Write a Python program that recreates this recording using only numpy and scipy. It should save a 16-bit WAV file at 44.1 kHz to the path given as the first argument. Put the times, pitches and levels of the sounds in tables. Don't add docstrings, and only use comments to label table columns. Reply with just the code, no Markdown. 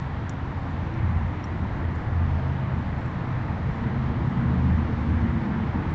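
import sys
import numpy as np
from scipy import signal
from scipy.fft import rfft, irfft, next_fast_len
from scipy.io import wavfile

SR = 44100
rng = np.random.default_rng(int(sys.argv[2]) if len(sys.argv) > 2 else 0)


def gain_from_db(level_db):
    decades = np.asarray(level_db, float) / 20
    return 10 ** decades


def master_out(mix):
    frames = np.transpose(np.atleast_2d(mix))
    ceiling = np.clip(frames, -1, 1)
    pcm = np.round(ceiling * 32767).astype(np.int16)
    wavfile.write(sys.argv[1], SR, pcm)


N = 261954


def road():
    # f/Hz, level/dB per Hz
    rumble_colour = [(11, -26), (28, -5), (40, -11), (52, -1), (75, 3.5), (105, 3), (160, -1), (220, -4.5),
                     (290, -12), (345, -14), (385, -23), (600, -33.5), (780, -49.5)]
    # f/Hz, level/dB per Hz
    tyre_colour = [(190, -31), (330, -3.5), (394, -8), (471, -5.5), (571, -8), (910, -4), (1470, -11.5),
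                   (1930, -11.5), (2650, -22), (3120, -24.5), (7110, -46), (7820, -48.5), (8730, -56),
                   (11300, -100), (19200, -120)]
    # t/s, level/dB
    load = [(0, -2.5), (.3, -3.5), (.63, -1), (.94, -1), (1.12, 4.5), (1.5, -3), (1.7, 2.5), (1.85, -1.5),
            (2.2, -0.5), (2.55, -4), (2.98, 2.5), (3.34, -5), (3.85, 2), (4.3, 2), (4.6, 0), (5.14, 3.5),
            (5.5, 0), (5.94, 0.5)]
    # f/Hz, share of the load, gain as the traffic nears/dB per s
    exhaust_parts = [(40, 0.67, 0.2), (84.6, 1.1, -0.2), (143, 0.2, 0.63), (220, .4, 1.5), (310, .3, 1)]
    # f/Hz, share of the load, gain as the traffic nears/dB per s
    tyre_parts = [(1300, .05, .25), (3200, .02, 0.3)]

    load_db, = in_time(load)
    rumble = roar(rumble_colour, exhaust_parts, load_db, patchy_db=1.44)
    tyres = roar(tyre_colour, tyre_parts, load_db, patchy_db=0.84)
    return gain_from_db(-27.0) * rumble + gain_from_db(-37.5) * tyres


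def roar(spectrum, parts, load_db, patchy_db):
    t = np.arange(N) / SR
    parts_hz = [hz for hz, _, _ in parts]
    levels_db = [share * load_db + gain_db * t for _, share, gain_db in parts]
    moves_db = [db - np.mean(db) for db in levels_db]

    size = next_fast_len(N)
    hz = np.arange(1, size // 2 + 2) * SR / size
    low_hz, high_hz = spectrum[0][0], spectrum[-1][0]
    inside = (hz > low_hz) & (hz < high_hz)
    coloured = rfft(rng.standard_normal(size)) * gain_from_db(at_hz(spectrum, hz)) * inside

    place = 3 * np.log2(hz / low_hz)
    out = np.zeros(N)
    for k in range(int(place[inside].max()) + 2):
        centre_hz = low_hz * 2 ** (k / 3)
        shares = [at_hz(np.c_[parts_hz, one], centre_hz) for one in np.eye(len(parts_hz))]
        overlap = np.clip(1 - abs(place - k), 0, 1)
        layer = irfft(coloured * overlap, size)[:N]
        level_db = np.dot(shares, moves_db) + patchy_db * drift(3.5)
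        out += gain_from_db(level_db) * layer
    return rms_one(out)


def drone():
    # t/s, f/Hz
    pitch = [(0, 86), (1.1, 85), (2.2, 84.3), (2.7, 83.5), (3.2, 79.7), (4.1, 78.5), (4.7, 80.2),
             (5.2, 80.4), (5.94, 86)]
    # t of the peak/s, level/dB, half length/s
    drone_swells = [(.72, -32, 0.21), (1.12, -25, .13), (1.6, -30, 0.072), (1.92, -27.5, 0.15),
                    (2.25, -22.5, 0.17), (2.52, -29, 0.2), (2.9, -32.5, 0.2), (3.62, -31.5, 0.17),
                    (4.1, -30, 0.23), (4.7, -22, 0.25), (5.12, -27.5, .1), (5.42, -36, .1),
                    (5.76, -28, 0.12)]
    hz, = in_time(pitch)
    return tone(hz, swells(drone_swells, rest_db=-46), wander_hz=0.34, flutter_db=1.5)


def lorry():
    # t/s, f/Hz
    cycle = [(0, 27.7), (1, 27.4), (2.5, 26.8), (3.3, 25.5), (4.1, 26), (4.7, 25.75), (5.5, 25.4),
             (5.94, 25.25)]
    order_swells = { 5: [(.6, -36.5, 0.25), (1.0, -34, .1), (1.4, -39, 0.086), (1.8, -36, 0.1),
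                    (2.25, -30.5, .15), (2.58, -27, 0.21), (3.0, -35, 0.13), (3.42, -32.5, .18),
                    (4.02, -29, 0.17), (4.5, -27.5, 0.37), (4.95, -40, 0.14), (5.4, -31, 0.14)],
                    7: [(1.7, -39, 0.13), (2.2, -41, 0.078), (3.15, -51, .15), (3.8, -41.5, 0.086),
                    (4.55, -30, 0.28), (5.15, -40, 0.23), (5.7, -45, 0.36)], 9: [(2.25, -45.5, 0.11),
                    (2.8, -40.5, 0.11), (3.3, -45.5, 0.18), (4.0, -33, 0.19), (4.4, -29.5, .13),
                    (4.85, -33.5, 0.27), (5.3, -29.5, 0.38)], 10: [(.6, -46, 0.088), (4.6, -38.5, 0.43),
                    (5.2, -35, 0.16), (5.8, -41, 0.14)]}
    cycle_hz, = in_time(cycle)
    out = np.zeros(N)
    for order, rows in order_swells.items():
        out += tone(order * cycle_hz, swells(rows, rest_db=-54), wander_hz=0.52, flutter_db=2.0)
    return out


def gear_whine():
    # t/s, f/Hz
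    pitch = [(0, 470), (1, 467.7), (2.4, 464), (3.4, 453), (4.1, 447), (4.6, 444.2), (5.1, 440),
             (5.94, 441.5)]
    # t of the peak/s, level/dB, half length/s
    whine_swells = [
        (.8, -52, 0.14),
        (3.7, -51, .3),
        (4.55, -43.5, .12),
        (4.9, -51, .07),
        (5.1, -45, .07),
        (5.65, -45.5, 0.083),
        (5.93, -49, .1),
    ]
    hz, = in_time(pitch)
    return tone(hz, swells(whine_swells, rest_db=-61), wander_hz=1.2, flutter_db=3.0)


def passing_tones():
    # t of the peak/s, f/Hz, level/dB, half length/s
    surfacing = [(.46, 276, -45.5, .2), (.93, 328.2, -41, .15), (.94, 121, -35, .2),
                 (1.28, 513.5, -51, .08), (1.58, 103, -31, .06), (1.71, 348, -48, .4),
                 (1.82, 278, -42.5, .12), (2.42, 635.5, -48.5, .12), (2.47, 355.5, -49, .12),
                 (2.5, 679, -50, .08), (2.65, 634.5, -49.5, .1), (2.94, 51, -36, .15),
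                 (2.95, 634.5, -52, .1), (3.2, 511.5, -50, .08), (3.36, 97.4, -35, .4),
                 (3.48, 316.5, -47, .25), (4.18, 340, -45, .08), (4.51, 309, -43.5, .12),
                 (4.64, 95, -35.5, .3), (4.68, 209, -34, .07), (4.91, 306, -39.5, .18),
                 (5.4, 328, -38, .15), (5.48, 203, -33, .13), (5.57, 152.5, -35, .35),
                 (5.86, 326.5, -42, .15), (.7, 270, -43, .12), (1.1, 232, -42, .18), (1.4, 300, -45, .2),
                 (2.3, 32, -40, .2), (4.75, 152, -36, .12)]
    t = np.arange(N) / SR
    stir = 0.08 * drift(3.0)
    out = np.zeros(N)
    for peak_s, hz, level_db, half_s in surfacing:
        bell = np.exp(-((t - peak_s) / half_s) ** 2)
        out += bell * np.sqrt(2) * gain_from_db(level_db) * np.sin(2 * np.pi * (hz * t + stir))
    return out


def tone(hz, level_db, wander_hz, flutter_db):
    turns = np.cumsum(hz + wander_hz * drift(4.0)) / SR + rng.random()
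    strength = np.sqrt(2) * gain_from_db(level_db + flutter_db * drift(8.4))
    return strength * np.sin(2 * np.pi * turns)


def swells(rows, rest_db):
    t = np.arange(0, N / SR + .01, .005)
    heights = [gain_from_db(level_db) * np.exp(-((t - peak_s) / half_s) ** 2) for peak_s, level_db, half_s in rows]
    power = gain_from_db(rest_db) ** 2 + np.sum(np.square(heights), axis=0)
    return in_time(np.c_[t, 10 * np.log10(power)])[0]


def husks():
    # t of the peak/s, peak level/dB, f/Hz, width/Hz
    rings = [(.2948, -33, 7050, 1800), (.2951, -39, 5700, 700), (.2952, -39, 3900, 2400),
             (.2953, -47, 8400, 800), (.7109, -55, 7000, 3000), (.9403, -54, 5600, 700),
             (.9406, -50, 3900, 800), (1.188, -65, 7200, 1000), (1.4421, -39.5, 5560, 430),
             (1.4432, -44, 3600, 1500), (1.4412, -58, 7200, 2000), (1.4464, -59, 7100, 900),
             (1.4513, -56, 7700, 1700), (1.4544, -58.5, 7200, 700), (1.7618, -57, 6300, 1500),
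             (1.9525, -60, 7200, 1500), (1.9592, -53, 6900, 1300), (1.9590, -57, 5200, 1200),
             (1.9589, -67, 8800, 900), (3.012, -61, 7800, 2500), (3.0615, -52.5, 7500, 1800),
             (3.0609, -55, 5300, 1200), (3.7577, -58, 5700, 800), (3.7578, -64, 7200, 800),
             (5.3022, -57, 7500, 2500), (5.4012, -59, 5700, 800), (5.4544, -56, 5600, 700),
             (5.909, -55, 8000, 1800), (5.9094, -54, 5200, 1000)]
    scatter_db, scatter_t60_s = -27, .04
    filter_lag_s = .0005
    t = np.arange(SR // 20) / SR
    out = np.zeros(N + SR)
    for peak_s, peak_db, hz, width_hz in rings:
        rise_s = 2 / (np.pi * width_hz)
        envelope = (t / rise_s * np.exp(1 - t / rise_s)) ** 2
        crack = gain_from_db(peak_db) * envelope * np.sin(2 * np.pi * hz * t)
        noise = rng.standard_normal(len(t))
        scatter = gain_from_db(scatter_db - 60 * t / scatter_t60_s) * noise * (t > .002)
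        start = round((peak_s - rise_s - filter_lag_s) * SR)
        out[start:start + len(t)] += crack + signal.fftconvolve(crack, scatter)[:len(t)]
    return out[:N]


def in_time(rows):
    s, *columns = np.transpose(rows)
    return [np.interp(np.arange(N) / SR, s, c) for c in columns]


def at_hz(points, hz):
    points_hz, values = np.transpose(points)
    return np.interp(np.log(hz), np.log(points_hz), values)


def rms_one(x):
    return x / np.sqrt(np.mean(x ** 2) + 1e-20)


def drift(rate):
    r = np.exp(-80 * np.pi * rate / SR)
    noise = rng.standard_normal(N // 40 + 2002)
    slow = signal.lfilter([1], [1, -2 * r, r * r], noise)[2000:]
    return np.interp(np.arange(N) / 40, np.arange(len(slow)), rms_one(slow))


def scene():
    engines = drone() + gear_whine() + lorry() + passing_tones()
    return (road() + engines + husks())[None]


def band_limit(x):
    return signal.sosfilt(signal.butter(12, 8930, fs=SR, output="sos"), x)


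def record(dry):
    sample_hz, input_cut_hz, output_cut_hz = 16000, 7990, 7750
    input_filter = signal.cheby1(10, 1, input_cut_hz, fs=SR, output="sos")
    taken = signal.sosfilt(input_filter, dry)
    mirrored = taken * (1 + 2 * np.cos(2 * np.pi * sample_hz * np.arange(N) / SR))
    output_filter = signal.butter(16, output_cut_hz, fs=SR, output="sos")
    dull = signal.sosfilt(output_filter, mirrored)
    return band_limit(dull)


dry = scene()
out = record(dry)
master_out(out)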